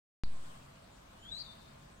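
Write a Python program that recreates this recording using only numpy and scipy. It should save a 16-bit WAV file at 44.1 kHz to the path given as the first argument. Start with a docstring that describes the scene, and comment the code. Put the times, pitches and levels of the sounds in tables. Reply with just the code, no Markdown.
"""A microphone opens with a click on the tail of a bird's call, over distant traffic and a faint hum.
Two soft handling bumps follow; a high hiss and a far whine swell and fade. Thin faraway peeps begin.
A small songbird, off to the left among houses, gives one rising whistle that breaks into a buzz
and drops to a soft end note. Walls scatter it back. A distant engine swells; two last peeps follow."""
import sys
import numpy as np
from scipy import signal
from scipy.io import wavfile

SR = 44100
rng = np.random.default_rng(int(sys.argv[2]) if len(sys.argv) > 2 else 0)


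def dump_mix(stems):
    """Bounce the given channels to the path in sys.argv[1] as a 16-bit WAV at rate SR."""
    frames = np.atleast_2d(stems).T  # one column per channel
    limited = np.clip(frames, -1, 1)  # hard clip at full scale
    pcm = np.round(limited * 32767).astype(np.int16)
    wavfile.write(sys.argv[1], SR, pcm)


N = 88200
T = np.arange(N) / SR
SCATTER_T60_S = 0.47
OPPOSED = np.array([[1], [-1]])   # left +, right -
# swell of hiss and whine: t/s, level/dB
HISS_SWELL = [(.24, -91), (.33, -71.5), (.48, -69.5), (.56, -68.5), (.66, -83.5), (.9, -90)]


def from_db(db):
    """Decibels to gain."""
    return 10 ** (np.asarray(db) / 20)


def rms_one(x):
    """Scale to rms 1."""
    return x / np.sqrt(np.mean(x ** 2) + 1e-20)


def in_time(rows):
    """Interpolate (t/s, value) rows linearly."""
    return np.interp(T, *np.transpose(rows))


def at_hz(rows, hz):
    """Interpolate (f/Hz, value) rows over log frequency."""
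    row_hz, values = np.transpose(rows)
    return np.interp(np.log(hz), np.log(row_hz), values)


def pan(db):
    """Left gain up, right gain down by db."""
    return from_db(db * OPPOSED)


def delayed(x, delay_s):
    """Shift later by delay_s."""
    return np.pad(x, (int(delay_s * SR), 0))[:N]


def drift(width_hz):
    """Low-passed random wander, rms about 1."""
    step, run_in = 40, 2000
    pole = np.exp(-np.pi * width_hz * step / SR)
    white = rng.standard_normal(N // step + run_in + 2)
    slow = signal.lfilter([1], [1, -2 * pole, pole * pole], white)[run_in:]
    return np.interp(np.arange(N) / step, np.arange(len(slow)), rms_one(slow))


def resonance(x, hz, width_hz):
    """Band-pass, peak gain 1."""
    r = np.exp(-np.pi * width_hz / SR)
    feedback = [1, -2 * r * np.cos(2 * np.pi * hz / SR), r * r]
    return signal.lfilter(np.array([1, 0, -1]) * (1 - r * r) / 2, feedback, x)


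def reverb(x, t60_s):
    """Dense decaying reflections, different on each side."""
    tail = rng.standard_normal((2, N)) * from_db(-60 * T / t60_s)
    tail /= np.sqrt(np.sum(tail ** 2, axis=1, keepdims=True))
    return signal.fftconvolve(x[None], tail, axes=1)[:, :N]


def banded_noise(spectrum, swell_db=0, swell_above_hz=340, flicker_db=1.5):
    """Stereo noise in flickering fifth-octave bands, rms 1."""
    # left-right likeness: f/Hz, correlation
    likeness = [(40, 1), (140, 0.9), (260, 0.91), (500, -0.56), (1000, 0.041), (2000, -0.18),
                (4000, -0.0097), (15000, -0.073)]
    # balance: f/Hz, left minus right/dB
    balance = [(100, 1.5), (600, -2.5), (1200, 0), (3000, 2), (8000, 7.5), (11000, 1), (15000, -0.5)]
    out, edges_hz = 0, 20 * 2 ** (np.arange(50) / 5)
    white = rng.standard_normal((2, 2, N))
    for k, (low, high) in enumerate(zip(edges_hz, edges_hz[1:])):
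        band = signal.butter(2, [low, high], "band", fs=SR, output="sos")
        mid, side = signal.sosfilt(band, white[k % 2])
        hz = np.sqrt(low * high)
        alike = np.clip(at_hz(likeness, hz), -1, 1)
        stereo = np.sqrt(1 + alike) * mid + np.sqrt(1 - alike) * side * OPPOSED
        level_db = at_hz(spectrum, hz) + flicker_db * drift(23.3) + swell_db * hz / (hz + swell_above_hz)
        out += from_db(level_db) * pan(at_hz(balance, hz) / 2) * stereo
    return rms_one(out)


def wavering_tones(lines, width_hz=4.4, spread_hz=820):
    """Narrow noise lines from (f/Hz, level/dB) rows; the sides differ more with pitch, up to spread_hz."""
    def tone(hz):
        phase = 2 * np.pi * hz * T
        return drift(width_hz) * np.sin(phase) + drift(width_hz) * np.cos(phase)
    out = 0
    for hz, db in lines:
        mid, side = tone(hz), min(hz / spread_hz, 1) * tone(hz)
        out += from_db(db) * (mid + side * OPPOSED) / np.sqrt(2)
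    return out


def songbird():
    """Near-pure whistle and its weak octave; the buzz swings pitch and strength together."""
    # whistle pitch: t/s, f/Hz
    pitch = [(1.16, 2800), (1.22, 3060), (1.275, 3350), (1.303, 3590), (1.319, 3850), (1.346, 3900),
             (1.354, 4030), (1.372, 4010), (1.383, 4290), (1.41, 4350), (1.436, 4340), (1.449, 3720),
             (1.49, 3590), (1.53, 3590)]
    # whistle loudness: t/s, level/dB
    effort = [(1.15, -101), (1.175, -75), (1.21, -76), (1.23, -60.5), (1.275, -56), (1.295, -50.5),
              (1.308, -59.5), (1.322, -41), (1.342, -47), (1.354, -48), (1.42, -47), (1.434, -69),
              (1.455, -61.5), (1.51, -56), (1.535, -59), (1.56, -96)]
    # buzz depth: t/s, pitch swing/Hz
    buzz = [(1.3, 15), (1.346, 15), (1.353, 150), (1.371, 120), (1.384, 310), (1.43, 320), (1.452, 120),
            (1.49, 40)]
    buzz_hz, jitter, pulsing = 177.6, 0.0492, 0.5
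    wobble_hz, octave_db = 14.3, -25.5
    swing_hz = in_time(buzz)
    flutter = np.sin(2 * np.pi * np.cumsum(buzz_hz * (1 + jitter * drift(58))) / SR)
    phase = 2 * np.pi * np.cumsum(in_time(pitch) + swing_hz * flutter + wobble_hz * drift(49)) / SR
    pulse = 1 + pulsing * swing_hz / swing_hz.max() * flutter
    strength = np.sqrt(2) * from_db(in_time(effort)) * pulse
    return strength * np.sin(phase), strength * from_db(octave_db) * np.sin(2 * phase)


def yard(x):
    """Direct sound, left ear first; wall echoes, quick scatter and a long faint tail."""
    # direct sound's balance: t/s, leftward pan/dB
    bird_pan = [(1.2, -1), (1.268, 1), (1.292, 3.5), (1.34, 4.5), (1.375, 3), (1.42, 7.5), (1.5, 6.5)]
    # wall echoes: delay/s, left/dB, right/dB
    walls = [(.0046, -5, -19), (.0125, -7, -12.5), (.029, -11, -54), (.048, -12, -29), (.135, -23, -25),
             (.3, -28, -56)]
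    direct = np.array([x, delayed(x, delay_s=0.000115)]) * pan(in_time(bird_pan))
    echoes = sum(delayed(x, s) * from_db([[left_db], [right_db]]) for s, left_db, right_db in walls)
    scatter = from_db(-11.5) * reverb(x, SCATTER_T60_S)
    tail = from_db(-14) * pan(7) * reverb(x, t60_s=0.83)
    return direct + echoes + scatter + tail


def bird_calls():
    """A soft call that breaks off after the buzz, then the full call, its end note lingering."""
    lead_s, break_s = 1.178, 0.26
    end_hz, end_width_hz = 3676, 187
    whistle, octave = songbird()
    full_call = yard(whistle) + pan(5.5) * yard(resonance(octave, hz=8060, width_hz=510))
    end_note = resonance(resonance(whistle, end_hz, end_width_hz), end_hz, end_width_hz)
    lingering = from_db(-7.5) * pan(5) * reverb(delayed(end_note, delay_s=0.13), t60_s=0.7)
    short_call = yard(whistle * (T - lead_s < break_s))
    lead = int(lead_s * SR)
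    early_call = from_db(-11) * np.pad(short_call[:, lead:], ((0, 0), (0, lead)))
    return early_call + full_call + lingering


def traffic():
    """Distant traffic and air, swelling gently above the bass."""
    # noise spectrum: f/Hz, relative density/dB
    spectrum = [(25, 0), (50, -2), (100, -3.5), (150, -3.5), (230, -5), (310, -10), (420, -12), (580, -8.5),
                (780, -12.5), (1100, -11.5), (1500, -13.5), (1900, -18), (3000, -19.5), (4400, -23),
                (5800, -28), (7000, -28.5), (8200, -26), (9200, -33.5), (10500, -34), (15500, -37)]
    # swell above the bass: t/s, relative level/dB
    swell = [(.24, -0.5), (.33, 1.5), (.47, 3.5), (.57, 3), (.68, 0.5), (1.05, 0), (1.25, 1), (1.5, 2),
             (1.8, 1), (2.0, -2)]
    return from_db(-57) * banded_noise(spectrum, in_time(swell))


def machine_hum():
    """Faint wavering tones of a distant machine."""
    # hum lines: f/Hz, level/dB
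    lines = [(47, -66.5), (99, -68.5), (571, -78), (662, -74.5), (915, -81.5), (1051, -77.5)]
    return wavering_tones(lines)


def engine_drone():
    """Low tones of a distant engine, loudest near the end."""
    # drone envelope: t/s, level/dB
    envelope = [(.24, -69.5), (.6, -66.5), (.95, -73), (1.25, -72.5), (1.55, -66.5), (1.7, -60),
                (1.85, -65.5), (2.0, -70.5)]
    # drone lines: f/Hz, relative level/dB
    lines = [(139, 2), (190, -5.5), (232, -5.5)]
    return from_db(in_time(envelope)) * wavering_tones(lines)


def handling(ring_hz=55.7, decay_s=0.012):
    """Soft low bumps on the microphone's housing."""
    # bumps: t/s, level/dB
    bumps = [(0.264, -36.5), (0.319, -46)]
    out = 0
    for start_s, db in bumps:
        age_s = np.maximum(T - start_s, 0)
        out += from_db(db) * np.sin(2 * np.pi * ring_hz * age_s) * np.exp(-age_s / decay_s)
    return out


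def hiss():
    """Brief swell of high noise."""
    # hiss spectrum: f/Hz, relative density/dB
    spectrum = [(30, -52), (2500, -15), (4500, -16), (6200, -11), (7300, -3), (8400, 1.5), (10000, -23),
                (15000, -34)]
    return from_db(in_time(HISS_SWELL)) * banded_noise(spectrum)


def far_whine(low_hz=1056, high_hz=1185):
    """Two far tones that swell with the hiss."""
    return from_db(in_time(HISS_SWELL) - 6) * wavering_tones([(low_hz, 8), (high_hz, 4)])


def far_peeps(wobble_hz=150, wet_db=1):
    """Thin falling whistles, blurred by distance."""
    # peeps: t/s, length/s, start f/Hz, end f/Hz, level/dB
    peeps = [(0.903, .075, 7050, 6820, -77), (1.189, 0.084, 7000, 6960, -72.5),
             (1.335, 0.075, 6760, 6470, -71.5), (1.903, 0.06, 8370, 7830, -74.5),
             (1.96, 0.07, 7030, 6640, -74.5)]
    out = 0
    for start_s, length_s, start_hz, end_hz, db in peeps:
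        progress = np.clip((T - start_s) / length_s, 0, 1)
        hz = start_hz + (end_hz - start_hz) * progress + wobble_hz * drift(128)
        envelope = from_db(db) * np.sqrt(np.abs(np.sin(np.pi * progress)))
        out += envelope * np.sin(2 * np.pi * np.cumsum(hz) / SR)
    return pan(5.5) * (out + from_db(wet_db) * reverb(out, SCATTER_T60_S))


def scene():
    """Birds over the outdoor background."""
    swelling_tones = far_whine() + engine_drone()
    birds = bird_calls() + far_peeps()
    return swelling_tones + birds + machine_hum() + traffic() + hiss() + handling()


def record(dry):
    """The microphone opens with a dull, hollow click and an offset that settles; the top is cut."""
    open_s, settle_s, click_decay_s = 0.236, 0.16, 0.00047
    click_top_hz, cutoff_hz = 7670, 15800
    age_s, is_open = np.maximum(T - open_s, 0), T >= open_s
    offset = from_db(-27) * np.exp(-(age_s / settle_s) ** 1.7)
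    click = from_db(-33.5) * np.exp(-age_s / click_decay_s) * OPPOSED
    dulling = signal.butter(2, click_top_hz, fs=SR, output="sos")
    thump = signal.sosfilt(dulling, (offset + click) * is_open + 1e-18)
    hollow_thump = thump - 0.62 * resonance(thump, hz=480, width_hz=550)
    top_cut = signal.ellip(10, 0.1, 70, cutoff_hz, fs=SR, output="sos")
    return signal.sosfilt(top_cut, dry * is_open - hollow_thump)


dry = scene()
out = record(dry)
dump_mix(out)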